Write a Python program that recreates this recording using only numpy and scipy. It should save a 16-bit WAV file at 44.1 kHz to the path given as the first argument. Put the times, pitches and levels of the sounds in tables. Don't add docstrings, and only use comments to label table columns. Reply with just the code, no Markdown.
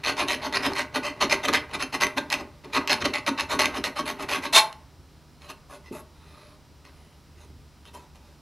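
import sys
import numpy as np
from scipy import signal
from scipy.fft import rfft, irfft, next_fast_len
from scipy.io import wavfile
from scipy.ndimage import map_coordinates

SR = 44100
rng = np.random.default_rng(int(sys.argv[2]) if len(sys.argv) > 2 else 0)


def wav_out(sig):
    wavfile.write(sys.argv[1], SR, np.round(np.clip(np.atleast_2d(sig).T, -1, 1) * 32767).astype(np.int16))


N = 370881

# (start t/s, length/s, level/dB, crest as a share of the length, thrust on the vise/dB)
STROKES = [(0.037, 0.087, -28, 0.61, -5), (.17, 0.069, -29, 0.56, 2), (.278, .08, -28, 0.51, -5),
           (0.417, .065, -35, 0.71, 5), (.527, 0.055, -28, 0.76, -6), (0.626, 0.057, -28, 0.68, 3.5),
           (0.752, .075, -29, 0.58, -6), (.945, 0.039, -29.5, 0.47, 3.5), (1.03, 0.077, -35, 0.47, 0),
           (1.208, 0.046, -26, 0.33, 1.5), (1.296, 0.052, -23.5, 0.62, -10), (1.432, .035, -29, 0.61, -4),
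           (1.481, .02, -29, 0.29, 8), (1.529, .047, -25, 0.45, -7), (1.736, 0.029, -33.5, .25, 2),
           (1.792, 0.051, -32.5, 0.71, 0), (1.927, .038, -31, 0.6, 0.5), (2.003, 0.052, -24.5, 0.59, -6),
           (2.17, 0.021, -27.5, 0.63, 2.5), (2.303, 0.06, -31, 0.6, -4), (2.383, 0.042, -45.5, 0.7, 12),
           (2.642, .025, -50, .27, 12), (2.73, 0.059, -28, 0.66, 4.5), (2.88, 0.069, -24.5, 0.56, -10),
           (3.006, 0.024, -34, 0.72, 5), (3.044, .025, -26.5, 0.6, 4.5), (3.136, 0.055, -32.5, 0.26, -6),
           (3.267, .031, -26.5, .58, 4.5), (3.377, .059, -32.5, 0.37, -4.5), (3.496, 0.062, -30.5, 0.52, 7),
           (3.591, 0.072, -23.5, 0.096, -5), (3.739, 0.054, -36, .62, 9), (3.84, 0.044, -30.5, .28, -4.5),
           (3.961, 0.053, -34.5, 0.69, 7), (4.055, .066, -34, 0.58, -1), (4.191, 0.053, -38.5, 0.66, 7),
           (4.287, 0.1, -30, 0.49, -2), (4.424, 0.056, -35.5, 0.55, 3.5)]


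def amp(db):
    return 10 ** (np.asarray(db) / 20)


def unit(x):
    return x / np.sqrt(np.mean(x ** 2) + 1e-20)


def along(points, hz):
    f, value = np.transpose(points)
    return np.interp(np.log(hz + 1), np.log(f + 1), value)


def add(track, s, x):
    i = max(round(s * SR), 0)
    track[i:i + len(x)] += x[:len(track) - i]


def wobble(rate, n):
    knots = rng.standard_normal(int(n * rate / SR) + 4)
    return map_coordinates(knots, [np.arange(n) * rate / SR])


def filtered(x, gain):
    n = x.shape[-1]
    padded = next_fast_len(n + SR // 10)
    spectrum = rfft(x, padded) * gain(np.fft.rfftfreq(padded, 1 / SR))
    return irfft(spectrum, padded)[..., :n]


def grid(size=8192):
    return np.fft.rfftfreq(size, 1 / SR)


def filing():
    strokes = scrape(STROKES, tube_body(), rate=410, bite=.45, chips_db=3.5, entry_db=-7.5, exit_db=-13,
                     low_db=-5, body_db=1.18, treble_db=-1, body_per_db=.39, treble_per_db=.05,
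                     shudder_db=-4, shift_db=3.5)
    return sheen(strokes)


def pull_out():
    # (start t/s, length/s, level/dB, crest as a share of the length, thrust on the vise/dB)
    withdrawal = [(4.528, 0.075, -17, 0.55, -16)]
    # (f/Hz, level/dB)
    file_colour = [(150, -19.5), (400, -7.5), (650, -8), (1400, -6), (2400, -2.5), (4300, -9), (6000, -6.5),
                   (8500, -13), (11500, -14.5), (15000, -32.5)]
    # (f/Hz, width/Hz, height/dB)
    file_modes = [(660, 78, 13.3), (890, 130, 6.3), (1074, 110, 11.4), (2271, 60, 6), (2710, 50, 4.6),
                  (3460, 85, 7), (3720, 180, 13), (4190, 140, 14), (4874, 160, 5.5), (9900, 160, 8),
                  (11090, 220, 11)]
    return scrape(withdrawal, steel(file_colour, file_modes), rate=1200, bite=0, chips_db=3,
                  entry_db=-13.5, exit_db=-13.5, low_db=-6.5, body_db=-1, treble_db=-1.5,
                  body_per_db=0, treble_per_db=0, shudder_db=-11, shift_db=.5)


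def finger():
    # (start t/s, length/s, level/dB, crest as a share of the length, thrust on the vise/dB)
    rubs = [(5.41, .08, -56.5, 0.57, 1), (5.488, .03, -44.5, 0.5, 3.5), (5.695, .075, -53.5, 0.43, 9.5),
            (5.84, .06, -56, 0.44, -8.5), (5.925, .085, -53, 0.31, 11), (6.15, .4, -60, 0.48, -3),
            (6.845, .055, -57.5, 0.21, -6.5), (6.9, .28, -67, 0.32, -2.5), (7.36, .095, -61, 0.65, 2),
            (7.85, .045, -55, 0.53, -6.5), (7.938, .04, -53, 0.34, 8.5), (7.98, .07, -65, 0.28, 7.5),
            (8.148, 0.027, -60, .4, 2.5), (8.2, 0.16, -68, .4, 3.5)]
    # (f/Hz, level/dB)
    skin = [(300, -3), (440, 4), (620, 2.5), (1100, 0), (2100, -3), (3600, 2.5), (4400, -1.5), (6000, -1.5),
            (10000, 0)]
    fingered_tube = tube_body() * amp(along(skin, grid()))
    return scrape(rubs, fingered_tube, rate=410, bite=.32, chips_db=3, entry_db=-9, exit_db=-7,
                  low_db=5, body_db=2, treble_db=4.5, body_per_db=.5, treble_per_db=.68,
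                  shudder_db=-13, shift_db=5)


def scrape(rows, body, rate, bite, chips_db, entry_db, exit_db, low_db, body_db, treble_db, body_per_db,
           treble_per_db, shudder_db, shift_db):
    bite_per_db = .04
    early_crest_db = 19.5
    release_s, shudder_rise_s = .035, .032
    out, hz = np.zeros(N), grid()
    for start, length, db, crest, thrust_db in rows:
        share = np.clip(bite - bite_per_db * thrust_db, 0, 1)
        touch = .013 * np.clip(1 - share, .1, 1)
        t = start - touch + np.arange(int((touch + length + release_s) * SR)) / SR
        stroke_entry_db = entry_db + early_crest_db * (.5 - crest)
        pressure = press(t, start, length, crest, stroke_entry_db, exit_db, touch, release_s)
        force = teeth(len(t), share, rate, scatter=.35, spread_db=3.5, chips_db=chips_db) * pressure
        force *= amp(db) * np.sqrt(length * SR / np.sum(force ** 2))

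        full_db = body_db + body_per_db * thrust_db
        bright_db = treble_db + treble_per_db * thrust_db
        tone = along([(25, low_db - 8.5), (120, low_db), (330, low_db), (600, full_db), (1200, full_db),
                      (2000, 0), (4800, .0013), (8000, bright_db)], hz)
        turn = np.pi / 2 * np.clip((t - start) / length, 0, 1)
        for weight in (np.cos(turn) ** 2, np.sin(turn) ** 2):
            shift = np.interp(hz, np.geomspace(400, SR / 2, 48), rng.standard_normal(48))
            overtones = unit(amp(shift_db * shift * (hz > 500)))
            response = ring(body * amp(tone) * overtones)
            add(out, t[0], signal.fftconvolve(force * weight, response))
        recoil = amp(db + thrust_db + shudder_db) * shudder(shudder_rise_s, t60=.17)
        add(out, start + length - shudder_rise_s, recoil)
    return out


def press(t, start, length, crest, entry_db, exit_db, touch, release):
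    away = np.interp(t, [start, start + crest * length, start + length], [-1, 0, 1])
    swing_db = np.where(away < 0, entry_db, exit_db) * np.abs(away) ** 1.5
    contact_times = [start - touch, start, start + length, start + length + release]
    contact_db = np.interp(t, contact_times, [-23, 1.5, 1.5, -34.5])
    return amp(swing_db + contact_db)


def teeth(n, share, rate, scatter, spread_db, chips_db):
    gaps = np.exp(scatter * rng.standard_normal(n // 20)) * (1 + share) / rate
    times = np.cumsum(gaps) - gaps[0] / 2
    catches = np.zeros(n)
    for s in times[times < n / SR]:
        size = amp(spread_db * np.clip(rng.standard_normal(), -2, 1))
        add(catches, s, size * rattle(life=.0008))
    chips = rng.standard_normal(n) * amp(chips_db * np.clip(wobble(700, n), -2, 1.3))
    return np.sqrt(share) * unit(catches) + np.sqrt(1 - share) * unit(chips)


def rattle(life):
    t = np.arange(SR // 125) / SR
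    burst = rng.standard_normal(len(t)) * np.sqrt(t) * np.exp(-t / life)
    return burst / np.linalg.norm(burst)


def steel(colour, modes):
    hz = grid()
    peaks_db = sum(db / (1 + (2 * (hz - f) / width) ** 2) for f, width, db in modes)
    gain = amp(along(colour, hz) + peaks_db)
    rasping = (hz > 1800) & (hz < 5000)
    return gain / np.sqrt(np.mean(gain ** 2 * rasping))


def tube_body():
    # (f/Hz, level/dB)
    tube_colour = [(100, -7.5), (200, -10), (300, -1), (520, -15.5), (800, -1.5), (1700, -2.5), (2400, 1),
                   (4300, -12.5), (6400, -12), (7800, -18), (11500, -17.5), (13500, -26), (15000, -48.5)]
    # (f/Hz, width/Hz, height/dB)
    tube_modes = [(266, 95, 8.9), (396.6, 26, 12.2), (464.4, 54, 13.7), (591, 93, 18.7), (695, 33, 4.0),
                  (896, 142, 6.86), (1092, 115, 8.2), (1241, 95, 6.9), (1464, 32, 8.3), (1581, 16, 9),
                  (1923, 117, 8.75), (2060, 62, 7.1), (2280, 55, 2.7), (2490, 270, 2.8), (2853, 200, 4.9),
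                  (3092, 83, 4.6), (3706, 230, 7.6), (3995, 260, 8.3), (4264, 260, 9.8), (4446, 210, 6.5),
                  (5110, 420, 7.9), (6230, 540, 6.5), (10130, 380, 9.8)]
    return steel(tube_colour, tube_modes)


def ring(gain, travel=.000865):
    cepstrum = irfft(np.log(np.maximum(gain, 1e-6)))
    half = len(cepstrum) // 2
    cepstrum[1:half] *= 2
    cepstrum[half + 1:] = 0
    bending = 4 * np.pi * travel * np.sqrt(1000 * (grid() + 100))
    return irfft(np.exp(rfft(cepstrum) - 1j * bending))[:half]


def shudder(rise, t60):
    # (f/Hz, level/dB)
    vise = [(20, -50), (45, -21.5), (110, -17), (200, -15), (270, 2.5), (330, -6.5), (400, -7.5),
            (520, -18), (1000, -37), (3000, -85)]
    t = np.arange(SR // 3) / SR
    swell = np.minimum(t / rise, 1) * amp(-60 * np.maximum(t - rise, 0) / t60)
    return swell * unit(filtered(rng.standard_normal(len(t)), lambda hz: amp(along(vise, hz))))


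def sheen(strokes):
    # (t/s, level/dB)
    top_treble = [(0.2, -1.5), (1.3, 0), (2.05, 1.5), (2.4, -0.5), (3.35, -2), (3.8, 2), (4.4, 2)]
    s, db = np.transpose(top_treble)
    top = filtered(strokes, lambda hz: np.interp(hz, [5500, 8500], [0, 1]))
    return strokes + (amp(np.interp(np.arange(N) / SR, s, db)) - 1) * top


def snags():
    # (t/s, level/dB)
    snag_hits = [(0.2837, -12.5), (0.5255, -18), (0.734, -17.5), (1.484, -7.5), (1.5356, -5.5),
                 (1.8254, -12.5), (2.0095, -10), (2.0675, -12), (2.3013, -14.5), (2.326, -5.5),
                 (2.3401, -10.5), (2.8747, -9), (2.9294, -5), (3.056, -9), (3.138, -13.5), (3.264, -16.5),
                 (3.3995, -12.5), (3.4077, -10.5), (3.6566, -5), (3.84, -9.5), (4.727, -23.5),
                 (5.4192, -36), (5.5064, -27), (6.852, -35), (7.8535, -35), (8.1566, -39)]
    blows = np.zeros(N)
    for s, db in snag_hits:
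        add(blows, s, amp(db + 8) * rattle(life=.0007))
    tone = along([(300, -22.5), (1200, -4), (4000, 1.5), (10000, .5)], grid())
    return signal.fftconvolve(blows, ring(tube_body() * amp(tone)))[:N]


def ring_out():
    # (peak t/s, f/Hz, level/dB, t60/s)
    ringing_tones = [(4.566, 3640, -11, 0.097), (4.594, 865.5, -15.5, .125), (4.598, 10060, -35, 0.19),
                     (5.507, 649, -46, .12), (5.957, 621, -36.5, 0.079), (7.958, 980, -37, .11)]
    out, t = np.zeros(N), np.arange(SR // 2) / SR
    rise = .024
    for s, hz, db, t60 in ringing_tones:
        swell = np.minimum(t / rise, 1) ** 2 * amp(db - 60 * np.maximum(t - rise, 0) / t60)
        tone = np.sin(2 * np.pi * hz * t + .65 * wobble(90, len(t)))
        add(out, s - rise, swell * tone)
    return out


def motion(t60):
    t = np.arange(N) / SR
    return np.max([amp(db - 60 * np.maximum(t - start - length, 0) / t60) * (t > start - length)
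                   for start, length, db, _, _ in STROKES], axis=0)


def drag():
    graze_db, rest_t60_s = -21.5, 1.3
    graze = rng.standard_normal(N) * unit(amp(5.8 * wobble(21, N) + 3.5 * wobble(300, N)))
    graze *= amp(graze_db) * motion(rest_t60_s)
    tone = along([(300, 9.5), (1000, 4.5), (2500, -1), (10000, -8)], grid())
    return signal.fftconvolve(graze, ring(tube_body() * amp(tone)))[:N]


def bumps():
    # (t/s, level/dB)
    bump_hits = [(5.499, -50), (5.73, -49), (5.917, -31), (5.955, -48), (7.953, -50)]
    out = np.zeros(N)
    for s, db in bump_hits:
        add(out, s - .008, amp(db) * shudder(rise=.0047, t60=.14))
    return out


def bench(x, echo_db):
    out = x.copy()
    copy = filtered(x, lambda hz: np.clip(hz / 2500, 0, 1) ** 2)
    for delay, db in [(.0011, -3), (.0019, 1), (.0031, -5), (.0047, -1)]:
        add(out, delay * rng.uniform(.9, 1.1), amp(echo_db + db) * copy)
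    return out


def workshop(x, wet_db, side_db):
    # (f/Hz, t60/s)
    room = [(150, .35), (800, 0.39), (3000, 0.23), (7000, 0.18), (14000, 0.23)]
    # (f/Hz, level/dB)
    tilt = [(60, -2), (200, 0.2), (1000, -0.2), (2400, -.6), (8000, -.6), (12000, -0.6)]
    hz, t, bins = signal.stft(rng.standard_normal((2, SR // 2)), SR, nperseg=256)
    decay = amp(-60 * t / along(room, hz)[:, None])
    tails = signal.istft(bins * decay, SR, nperseg=256)[1]
    tails = np.pad(tails / np.linalg.norm(tails[0]), ((0, 0), (int(.005 * SR), 0)))
    echo, side_echo = signal.fftconvolve(x[None], tails, axes=1)[:, :N]
    mid = x + amp(wet_db) * echo
    smear = signal.fftconvolve(x, rattle(life=.002))[:N]
    side_colour = [(200, 0), (1000, -14.5), (4000, -5.5), (8000, 1.5), (12000, 7.5)]
    side = filtered(smear + amp(-14) * side_echo, lambda f: amp(side_db + along(side_colour, f)))
    halves = np.array([[.5], [-.5]])
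    return filtered(np.array([mid + side, mid - side]), lambda f: amp(halves * along(tilt, f)))


def rumble():
    # (peak t/s, half width/s, level/dB)
    low_swells = [(3.05, 0.056, -43), (3.42, .04, -43), (3.77, .06, -46), (5.0, 0.0196, -47.5),
                  (6.3, 0.074, -54), (7.53, 0.13, -48)]
    drone_db, handling_db = -61.5, -56
    t = np.arange(N) / SR

    def low_noise(colour):
        return unit(filtered(rng.standard_normal(N), lambda hz: amp(along(colour, hz))))

    drone = low_noise([(20, -30.5), (50, -11.5), (72, -1), (95, -15), (120, -8), (250, -37.5), (800, -90)])
    knocking = low_noise([(20, -18.5), (50, -11), (80, -2), (130, 1), (200, -7), (400, -32.5), (800, -70)])
    swelling = low_noise([(20, -25), (50, -17), (74, 4), (110, -9), (200, -20), (400, -18), (600, -41),
                          (1500, -55)])
    handling = unit(np.sqrt(motion(t60=.87)))
    swells = sum(amp(db) * np.exp(-((t - s) / width) ** 2) for s, width, db in low_swells)
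    return amp(drone_db) * drone + amp(handling_db) * handling * knocking + swells * swelling


def background():
    # (f/Hz, relative level/dB)
    air = [(15, -36), (25, -16.5), (75, -3), (101, -14), (156, -9), (179, -13.5), (260, -13.5), (584, -24),
           (633, -23), (875, -23.5), (1000, -25.5), (1240, -24), (1670, -29.5), (3650, -31.5), (15600, -45)]
    # (f/Hz, relative level/dB)
    hum_lines = [(75.4, -58.5), (150.7, -63), (963.6, -74), (3898, -78), (4194, -78.5), (4495, -84),
                 (4797, -76.5), (5093, -78), (5394, -77), (5696, -77), (5992, -89), (10029, -86)]
    t = np.arange(N) / SR
    mid, side = unit(filtered(rng.standard_normal((2, N)), lambda hz: amp(along(air, hz))))
    side_colour = [(30, -5), (150, -12), (1000, -35.5), (8000, -6)]
    side = filtered(side, lambda hz: amp(along(side_colour, hz)))
    hum = np.zeros(N)
    for hz, db in hum_lines:
        level = amp(db + .89 * wobble(2, N)) * np.sqrt(2)
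        hum += level * np.sin(2 * np.pi * hz * t + .5 * wobble(6, N))
    return amp(-54.5) * np.array([mid + side, mid - side]) + amp(-.5) * hum


def scene():
    scrapes = filing() + pull_out() + finger() + snags()
    near = bench(scrapes, echo_db=-17) + ring_out() + drag() + bumps()
    noise_floor = (background() + rumble()) * amp([[-.3], [.3]])
    return workshop(near, wet_db=-9.5, side_db=-16.5) + noise_floor


def record(dry):
    top_hz = 15800
    rounded = dry / (1 + np.abs(dry / .9) ** 6) ** (1 / 6)
    return filtered(rounded, lambda hz: hz < top_hz)


dry = scene()
out = record(dry)
wav_out(out)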